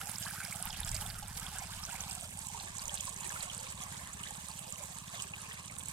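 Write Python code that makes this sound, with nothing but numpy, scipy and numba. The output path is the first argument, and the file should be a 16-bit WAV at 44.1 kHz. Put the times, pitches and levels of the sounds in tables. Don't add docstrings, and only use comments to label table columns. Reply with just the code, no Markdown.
import sys
import numpy as np
from scipy import signal
from scipy.fft import rfft, irfft
from scipy.io import wavfile
from scipy.ndimage import uniform_filter1d
from numba import njit

SR = 44100
rng = np.random.default_rng(int(sys.argv[2]) if len(sys.argv) > 2 else 0)


def put_to_file(sound):
    columns = np.atleast_2d(sound).T
    safe = np.clip(columns, -1, 1)
    whole_steps = np.round(safe * 32767)
    wavfile.write(sys.argv[1], SR, whole_steps.astype(np.int16))


N = 261072

# [f/Hz, relative level/dB]
RUMBLE_COLOUR = [(12, -22), (25, -21), (80, -1.5), (130, -5.5), (200, -13.5), (280, -18.5), (370, -39.5),
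                 (460, -33), (600, -63), (1000, -92)]
RUMBLE_DB = -57.5

# [time of peak t/s, peak level/dB, time to fade by 10 dB/s (at least 0.03 is used)]
WIND_GUSTS = [(.66, -48.5, .15), (.79, -44.5, 0.72), (.85, -47, -0.04), (.925, -36.5, -0.13),
              (.975, -50, -0.1), (1.09, -47.5, -0.47), (1.22, -45.5, -0.01), (1.385, -52, -0.5),
              (1.56, -60, 0.3), (1.75, -54, 0.23), (2.03, -50, -0.3), (2.3, -63, .2), (2.55, -60, 1.5),
              (2.83, -49.5, 0.12), (3.0, -65, 2.1)]
GUST_RISE_S = 0.018
# [t/s, level/dB]
BREEZE_LEVEL = [(0, -60), (.3, -68), (1.1, -59), (1.5, -57), (3.2, -70), (4.5, -68), (5.92, -70)]
# [f/Hz, relative level/dB]
WIND_COLOUR = [(10, -13.5), (30, -6), (60, -5), (110, -9.5), (200, -32.5), (400, -56), (1000, -91)]

# [t/s, firings per second f/Hz]
FIRING_RATE = [(0, 17.25), (1.6, 17.28), (3, 17.24), (5.3, 17.255), (5.92, 17.08)]
# [t/s, level/dB]
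ENGINE_LEVEL = [(0, -53.5), (2, -55.5), (3.5, -56.5), (4.4, -55.5), (4.65, -56), (5.92, -57)]
START_TURN = 0.44
EXHAUST_HZ, EXHAUST_WIDTH_HZ = 134.3, 123

# [t/s, tilt (0 = down at the water, 1 = at the horizon)]
PHONE_TILT = [(0, 0.018), (1.5, 0.12), (2.0, 0.35), (2.6, 0.95), (5.92, 0.95)]
# [lag pointing down/ms, lag at the horizon/ms]
LEFT_PORT_LAG_MS = (0, .22)
# [f/Hz, relative level/dB]
LEFT_PORT_DOWN = [(250, -14), (440, -5.6), (720, -.8), (790, 3.6), (1000, 3.3), (1590, 6.9), (1850, 1.1),
                  (2150, 2.8), (2440, -1.9), (3630, 1.1), (4900, -2.7), (8060, -1.5), (9360, -3),
                  (13950, -15.4), (15800, -27)]
RIGHT_PORT_DOWN = [(250, -23), (470, -4.5), (790, 9.5), (1030, 3), (1250, 7), (1680, 4.5), (1850, 0.5),
                   (2200, 4.5), (3290, 5), (4110, 1), (5020, 6.5), (5980, 2.5), (8060, 9), (11710, 6),
                   (15800, -7)]
LEFT_PORT_UP = [(250, -5), (390, -1.5), (650, -1.5), (810, -6), (1100, 5), (1410, -3.5), (1720, 6.5),
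                (2000, -5.5), (2560, 3), (4010, -4), (4770, 1), (8470, 3), (14300, -6), (15800, -29)]
RIGHT_PORT_UP = [(250, -17.5), (390, -1.5), (650, 5), (970, 8.5), (1120, 6.5), (1390, -5), (1700, -2.5),
                 (2200, 3.5), (2700, 1), (3910, 4), (5020, -2.5), (6300, 9.5), (8060, 17.5), (9200, 14),
                 (11000, 3.5), (12620, 4), (15800, -9.5)]

# [start t/s, pitch f/Hz, peak level/dB at the port that favours the pitch]
LOUD_BUBBLES = [(0.013, 1366, -37.5), (0.017, 9800, -32), (0.0573, 10300, -34), (0.2186, 8500, -28),
                (0.274, 3060, -39.5), (0.282, 8850, -27), (0.2578, 1110, -42), (.252, 895, -42.5),
                (.165, 2170, -46), (0.296, 2240, -40), (.334, 850, -47), (.425, 800, -47), (.455, 807, -45),
                (0.287, 1690, -40), (.4349, 10000, -31), (0.45, 1580, -38.5), (1.282, 8700, -27.5),
                (1.374, 5460, -36), (1.43, 5400, -36), (1.851, 5940, -26.5), (2.028, 8400, -28.5),
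                (.461, 2260, -37), (.132, 910, -44.5), (.1573, 5070, -28), (0.0952, 10550, -22),
                (.1152, 8600, -23), (0.1837, 7700, -22), (.2652, 1626, -34), (0.31, 1540, -37.5),
                (0.378, 1520, -38.5), (.431, 2250, -36), (.403, 1490, -34), (0.414, 1475, -36),
                (0.4496, 10300, -28), (0.45, 5140, -28.5), (0.524, 2210, -32), (0.528, 7850, -25),
                (0.56, 8240, -24.5), (.5981, 725, -39), (.6256, 8900, -18.5), (0.655, 11800, -18.5),
                (.656, 882, -38), (0.7032, 5100, -29.5), (.697, 840, -38.5), (.7059, 3380, -33),
                (0.7288, 3000, -34), (.7293, 6450, -34), (0.742, 2700, -37), (0.8042, 10100, -18),
                (0.832, 3630, -31), (0.848, 7400, -24.5), (.8915, 5330, -29.5), (0.892, 7860, -24.5),
                (0.9155, 7850, -21), (.9454, 8300, -19.5), (0.949, 4700, -29), (0.952, 7300, -23),
                (0.965, 5100, -26), (1.023, 2970, -36.5), (1.0531, 747, -39), (1.0626, 3390, -34.5),
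                (1.0636, 8400, -25.5), (1.101, 4630, -29.5), (1.224, 820, -38.5), (1.3976, 7850, -25),
                (1.4657, 3330, -30), (1.5854, 8000, -22), (1.5922, 6060, -29), (1.6168, 745, -39),
                (1.832, 1214, -44), (1.837, 5420, -27), (1.888, 1400, -40.5), (1.922, 8300, -26),
                (1.926, 934, -40), (1.9308, 7650, -25), (1.954, 2240, -37), (2.0067, 6440, -23),
                (2.0594, 798, -43.5), (2.0972, 8000, -25), (2.112, 8300, -26), (2.13, 8200, -27),
                (2.1107, 5040, -29), (2.1197, 8000, -26), (2.1513, 8400, -23.5), (2.17, 726, -42.5),
                (2.21, 8100, -26), (2.222, 692, -42.5), (2.2, 9400, -33), (2.374, 9500, -32),
                (2.3904, 8340, -23.5), (2.4695, 7670, -24), (2.4859, 7600, -25), (2.498, 842, -40),
                (2.5457, 912, -33), (2.5989, 4180, -32.5), (2.6061, 795, -38.5), (2.7692, 6500, -29),
                (2.783, 7500, -22.5), (2.7938, 4730, -31.5), (2.841, 9300, -31), (2.8555, 6640, -24.5),
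                (3.043, 9000, -29), (3.143, 8900, -28.5), (3.163, 6500, -28), (2.8809, 6750, -22),
                (2.878, 8700, -25), (2.894, 3170, -28.5), (2.917, 806, -40), (2.937, 832, -40.5),
                (2.9424, 7670, -18), (2.953, 8450, -23), (2.9978, 3250, -34), (3.008, 7030, -18.5),
                (3.0546, 8860, -23.5), (3.093, 8200, -23), (3.2743, 9100, -24.5), (3.2932, 6400, -25),
                (3.3036, 1670, -34.5), (3.32, 953, -40), (3.361, 1346, -35), (3.407, 4160, -29),
                (3.4272, 8100, -21), (3.499, 3100, -30.5), (3.5479, 7400, -25), (3.5793, 8350, -24),
                (3.591, 4520, -37.5), (3.6308, 8200, -28), (3.7764, 3700, -38.5), (3.8288, 3310, -36.5),
                (3.8363, 6640, -27.5), (3.863, 1010, -43.5), (3.9246, 9600, -32), (4.2728, 3680, -35),
                (4.3077, 7300, -28), (4.48, 3930, -40), (4.4853, 8400, -26), (4.5133, 4370, -38),
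                (4.592, 9040, -25.5), (4.7048, 8900, -28), (4.7577, 6600, -34), (4.837, 7230, -25.5),
                (4.9857, 8150, -27.5), (5.165, 7300, -37), (5.18, 3400, -40), (5.194, 3240, -34),
                (5.2, 8100, -35), (5.232, 8350, -29), (5.239, 8160, -31), (5.359, 8950, -37),
                (5.385, 7550, -35), (5.418, 9200, -29), (5.713, 9000, -33), (5.795, 8450, -27),
                (5.658, 8800, -29.5), (5.6801, 6960, -35), (5.8353, 7850, -27.5), (4.2326, 8150, -27.5),
                (4.2366, 2900, -31.5), (4.3074, 816, -38), (4.7242, 7350, -22), (4.8031, 588, -44),
                (5.1378, 687, -41), (5.146, 3580, -38), (5.2, 2900, -32), (5.223, 8040, -20),
                (5.337, 2580, -30), (5.511, 1880, -36), (5.519, 3130, -37), (5.698, 2210, -38),
                (5.7853, 8440, -22.5), (5.807, 3363, -38.5), (5.8584, 7900, -27), (5.8848, 7900, -21)]
NEAR_CONTRAST = 1.6
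CRACK_DB = -7.5

# [lowest f/Hz, highest f/Hz, splashes per second, bubbles per splash,
# mean delay in the clump/ms, pitch wander (0-1), cycles to the peak before scatter, size scatter/dB,
# half the largest extra lag/ms, level in the mix before evening out/dB]
BUBBLE_SWARMS = [(298.8, 1300, 45, 4, 18, .12, 4.3, 1.5, 0.15, -14),
                 (991, 2980, 45, 6, 14, .1, 4.9, 2.5, 0.061, -13.5),
                 (2465, 6380, 72, 12, 14, 0.1, 4.4, 0.5, 0.016, -14),
                 (4856, 16560, 90, 25, 9, .5, 4.55, 7.5, 0.069, -5.5),
                 (5430, 8100, 60, 5, 6, 0.1, 0.26, 0, 0.036, -9.5),
                 (2530, 14200, 260, 2, 1.5, 0.11, 0.63, 4.5, 0.034, -6.5),
                 (294, 14800, 8700, 1, 1, 0, 0.52, -1, 0.067, -5)]
# [t/s, gurgle level/dB, splatter level/dB, hiss level/dB]
WATER_FLOW = [(0.0, -50.5, -57.5, -49), (0.22, -54.5, -54, -48), (0.6, -52.5, -57.5, -50),
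              (.76, -52, -53, -53.5), (0.9, -51.5, -54.5, -47.5), (1.08, -51.5, -56, -49),
              (1.24, -57, -61.5, -54.5), (1.38, -53.5, -54.5, -51), (1.56, -50.5, -55.5, -52),
              (1.76, -55.5, -56, -53), (1.98, -51, -56, -51.5), (2.12, -55, -55, -53.5),
              (2.3, -59, -60.5, -52), (2.64, -55, -54, -53), (2.82, -55, -57, -53),
              (3.0, -53.5, -52, -50.5), (3.15, -53, -56, -51.5), (3.3, -52, -55, -48), (3.6, -55, -55, -53),
              (3.96, -54, -57.5, -53), (4.18, -56, -58, -55), (4.4, -56.5, -56.5, -53.5),
              (4.65, -57.5, -57.5, -54.5), (4.85, -55.5, -58, -53), (5.09, -59, -58, -56.5),
              (5.16, -54.5, -53, -54), (5.24, -54, -54, -53.5), (5.31, -59, -61, -57.5),
              (5.5, -54.5, -55, -55), (5.6, -57, -59.5, -58.5), (5.67, -59.5, -57.5, -57.5),
              (5.8, -57, -61.5, -54.5), (5.92, -58.5, -55.5, -52.5)]
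SPLATTER_FROM_HZ, HISS_FROM_HZ = 2500, 6000

TOP_HZ = 15900


def undb(db):
    return 10 ** (np.asarray(db) / 20)


def level(x, db):
    return x * undb(db) / np.sqrt(np.mean(x ** 2))


def curve(rows, at=None):
    s, v = np.transpose(rows)
    return np.interp(np.arange(N) / SR if at is None else at, s, v)


def walk(rate):
    k = int(SR / rate)
    steps = np.repeat(rng.standard_normal(N // k + 1), k)
    return 1.3 * uniform_filter1d(uniform_filter1d(steps, k), k)[:N]


def steady(x, db, span_s):
    k = int(span_s * SR)
    power = uniform_filter1d(uniform_filter1d(x.mean(axis=0) ** 2, k), k)
    return x * undb(db) / np.sqrt(power)


def colour(x, points):
    hz, db = np.transpose(points)
    f = np.linspace(1, SR / 2, 2049)
    log_gain = np.interp(np.log(f), np.log(hz), db) * np.log(10) / 20
    cepstrum = irfft(log_gain)
    cepstrum[1:2048] *= 2
    cepstrum[2049:] = 0
    response = irfft(np.exp(rfft(cepstrum)))
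    return signal.fftconvolve(x, response)[:N]


def low_noise(points, own_db):
    common, left_own, right_own = rng.standard_normal((3, N))
    ports = [colour(common + undb(own_db) * own, points) for own in (left_own, right_own)]
    return level(np.array(ports), 0)


def distant_rumble():
    return low_noise(RUMBLE_COLOUR, -12) * undb(RUMBLE_DB + 1.5 * walk(5))


def wind():
    buffet = low_noise(WIND_COLOUR, -17)
    t = np.arange(N) / SR
    power = undb(2 * curve(BREEZE_LEVEL))
    for peak_s, peak_db, fade_s in WIND_GUSTS:
        rise = (peak_s - t) / GUST_RISE_S
        fade = (t - peak_s) / max(fade_s, 0.03)
        power += undb(2 * peak_db - 20 * np.maximum(rise, fade))
    flutter = buffet * undb(1.5 * walk(16))
    return steady(flutter, 10 * np.log10(power), span_s=0.05)


def ring(x, hz, width_hz):
    return signal.lfilter(*signal.iirpeak(hz, hz / width_hz, fs=SR), x)


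def engine():
    turns = START_TURN + np.cumsum(curve(FIRING_RATE)) / SR
    firings = np.flatnonzero(np.diff(np.floor(turns)))
    puffs = np.zeros(N)
    puffs[firings] = undb(1.07 * rng.standard_normal(len(firings)))
    for _ in range(3):
        puffs = ring(puffs, EXHAUST_HZ, EXHAUST_WIDTH_HZ)
    puffs = signal.lfilter(*signal.butter(2, 320, fs=SR), puffs)
    echo = undb(-7) * np.roll(puffs, int(0.0076 * SR))
    thump = level(puffs - echo, 0) * undb(curve(ENGINE_LEVEL))
    left = np.roll(thump, int(0.0004 * SR))
    return np.array([left, thump])


@njit
def bubbles(n, sr, start, hz, cycles, size, glide):
    out = np.zeros(n)
    for k in range(len(start)):
        swell_s = cycles[k] / hz[k]
        first = int(np.ceil(start[k] * sr))
        for i in range(max(first, 0), min(first + int(6 * swell_s * sr), n)):
            u = (i / sr - start[k]) / swell_s
            wave = np.sin(2 * np.pi * cycles[k] * u * (1 + glide * u))
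            out[i] += size[k] * u * np.exp(1 - u) * wave
    return out


def both_ports(s, hz, cycles, left, right, glide, spread_ms):
    down, up = LEFT_PORT_LAG_MS
    lag_s = (down + (up - down) * curve(PHONE_TILT, s) + spread_ms) / 1000
    heard_left = bubbles(N, 1.0 * SR, s + lag_s, hz, cycles, left, glide)
    heard_right = bubbles(N, 1.0 * SR, s, hz, cycles, right, glide)
    return np.array([heard_left, heard_right])


def port_db(down, up, s, hz):
    tilt = np.clip(curve(PHONE_TILT, s), 0, 1)

    def read(points):
        f, db = np.transpose(points)
        return np.interp(np.log(hz), np.log(f), db)

    return (1 - tilt) * read(down) + tilt * read(up)


def loud_bubbles():
    s, hz, db = np.transpose(LOUD_BUBBLES)
    left_db = port_db(LEFT_PORT_DOWN, LEFT_PORT_UP, s, hz)
    right_db = port_db(RIGHT_PORT_DOWN, RIGHT_PORT_UP, s, hz)
    pan_db = NEAR_CONTRAST * (left_db - right_db)
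    left = undb(db + np.minimum(pan_db, 0))
    right = undb(db - np.maximum(pan_db, 0))
    same = np.ones(len(s))
    out = both_ports(s, hz, 2.5 * (3000 / hz) ** 0.05, left, right, 0.0023, 0.0)
    crack = undb(CRACK_DB) * np.clip(hz / 6000, 0, 1) ** 2
    out += both_ports(s + 2.26 / hz, 11000 * same, 0.98 * same, left * crack, right * crack, 0.0, 0.0)
    for after, shift, loss in rng.random((len(s), 3, 5)).T:
        kin = undb(-8.0 - 5.7 * loss)
        kin_s = s + (4 + 26 * after) / hz
        kin_hz = hz * (0.855 + 0.25 * shift)
        out += both_ports(kin_s, kin_hz, 1.26 * same, left * kin, right * kin, 0.0052, 0.0)
    return out


def swarm(lo_hz, hi_hz, rate, count, length_ms, wander, cycles, scatter_db, spread_ms, db):
    splash = np.repeat(rng.random((int(rate * N / SR), 4)), int(count), axis=0).T
    own = rng.random((splash.shape[1], 4)).T
    s = splash[0] * N / SR - np.log(1 - own[0]) * length_ms / 1000
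    splash_hz = lo_hz + (hi_hz - lo_hz) * splash[1]
    hz = np.clip(splash_hz * (1 + wander * (2 * own[1] - 1)), 200, 18000)
    rank = np.minimum(-np.log(1 - splash[2]) * 0.5 - np.log(1 - own[2]) * 0.5, 3.0)
    size = undb(scatter_db * rank) * np.sqrt(hz)
    lag_ms = spread_ms * 2 * (2 * splash[3] - 1)
    swell_cycles = cycles * (0.53 + 0.83 * own[3])
    return level(both_ports(s, hz, swell_cycles, size, size, 0.012, lag_ms), db)


def low_part(x, hz):
    return signal.sosfiltfilt(signal.butter(3, hz, fs=SR, output="sos"), x)


def splashing():
    surge = undb(0.42 * walk(15) + 1.29 * walk(60))
    spectrum = rfft(sum(swarm(*row) for row in BUBBLE_SWARMS) * surge)
    power = uniform_filter1d(np.mean(np.abs(spectrum) ** 2, axis=0), size=1500)
    water = irfft(spectrum / np.sqrt(power), N)
    tilt = np.clip(curve(PHONE_TILT), 0, 1)
    left = (1 - tilt) * colour(water[0], LEFT_PORT_DOWN) + tilt * colour(water[0], LEFT_PORT_UP)
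    right = (1 - tilt) * colour(water[1], RIGHT_PORT_DOWN) + tilt * colour(water[1], RIGHT_PORT_UP)
    heard = np.array([left, right])
    gurgle = low_part(heard, SPLATTER_FROM_HZ)
    below_hiss = low_part(heard, HISS_FROM_HZ)
    bands = gurgle, below_hiss - gurgle, heard - below_hiss
    s, *levels_db = np.transpose(WATER_FLOW)
    t = np.arange(N) / SR
    return sum(steady(x, np.interp(t, s, db), span_s=0.15) for x, db in zip(bands, levels_db))


def scene():
    return distant_rumble() + wind() + engine() + loud_bubbles() + splashing()


def record(dry):
    return signal.sosfilt(signal.ellip(10, 0.2, 80, TOP_HZ, fs=SR, output="sos"), dry)


dry = scene()
out = record(dry)
put_to_file(out)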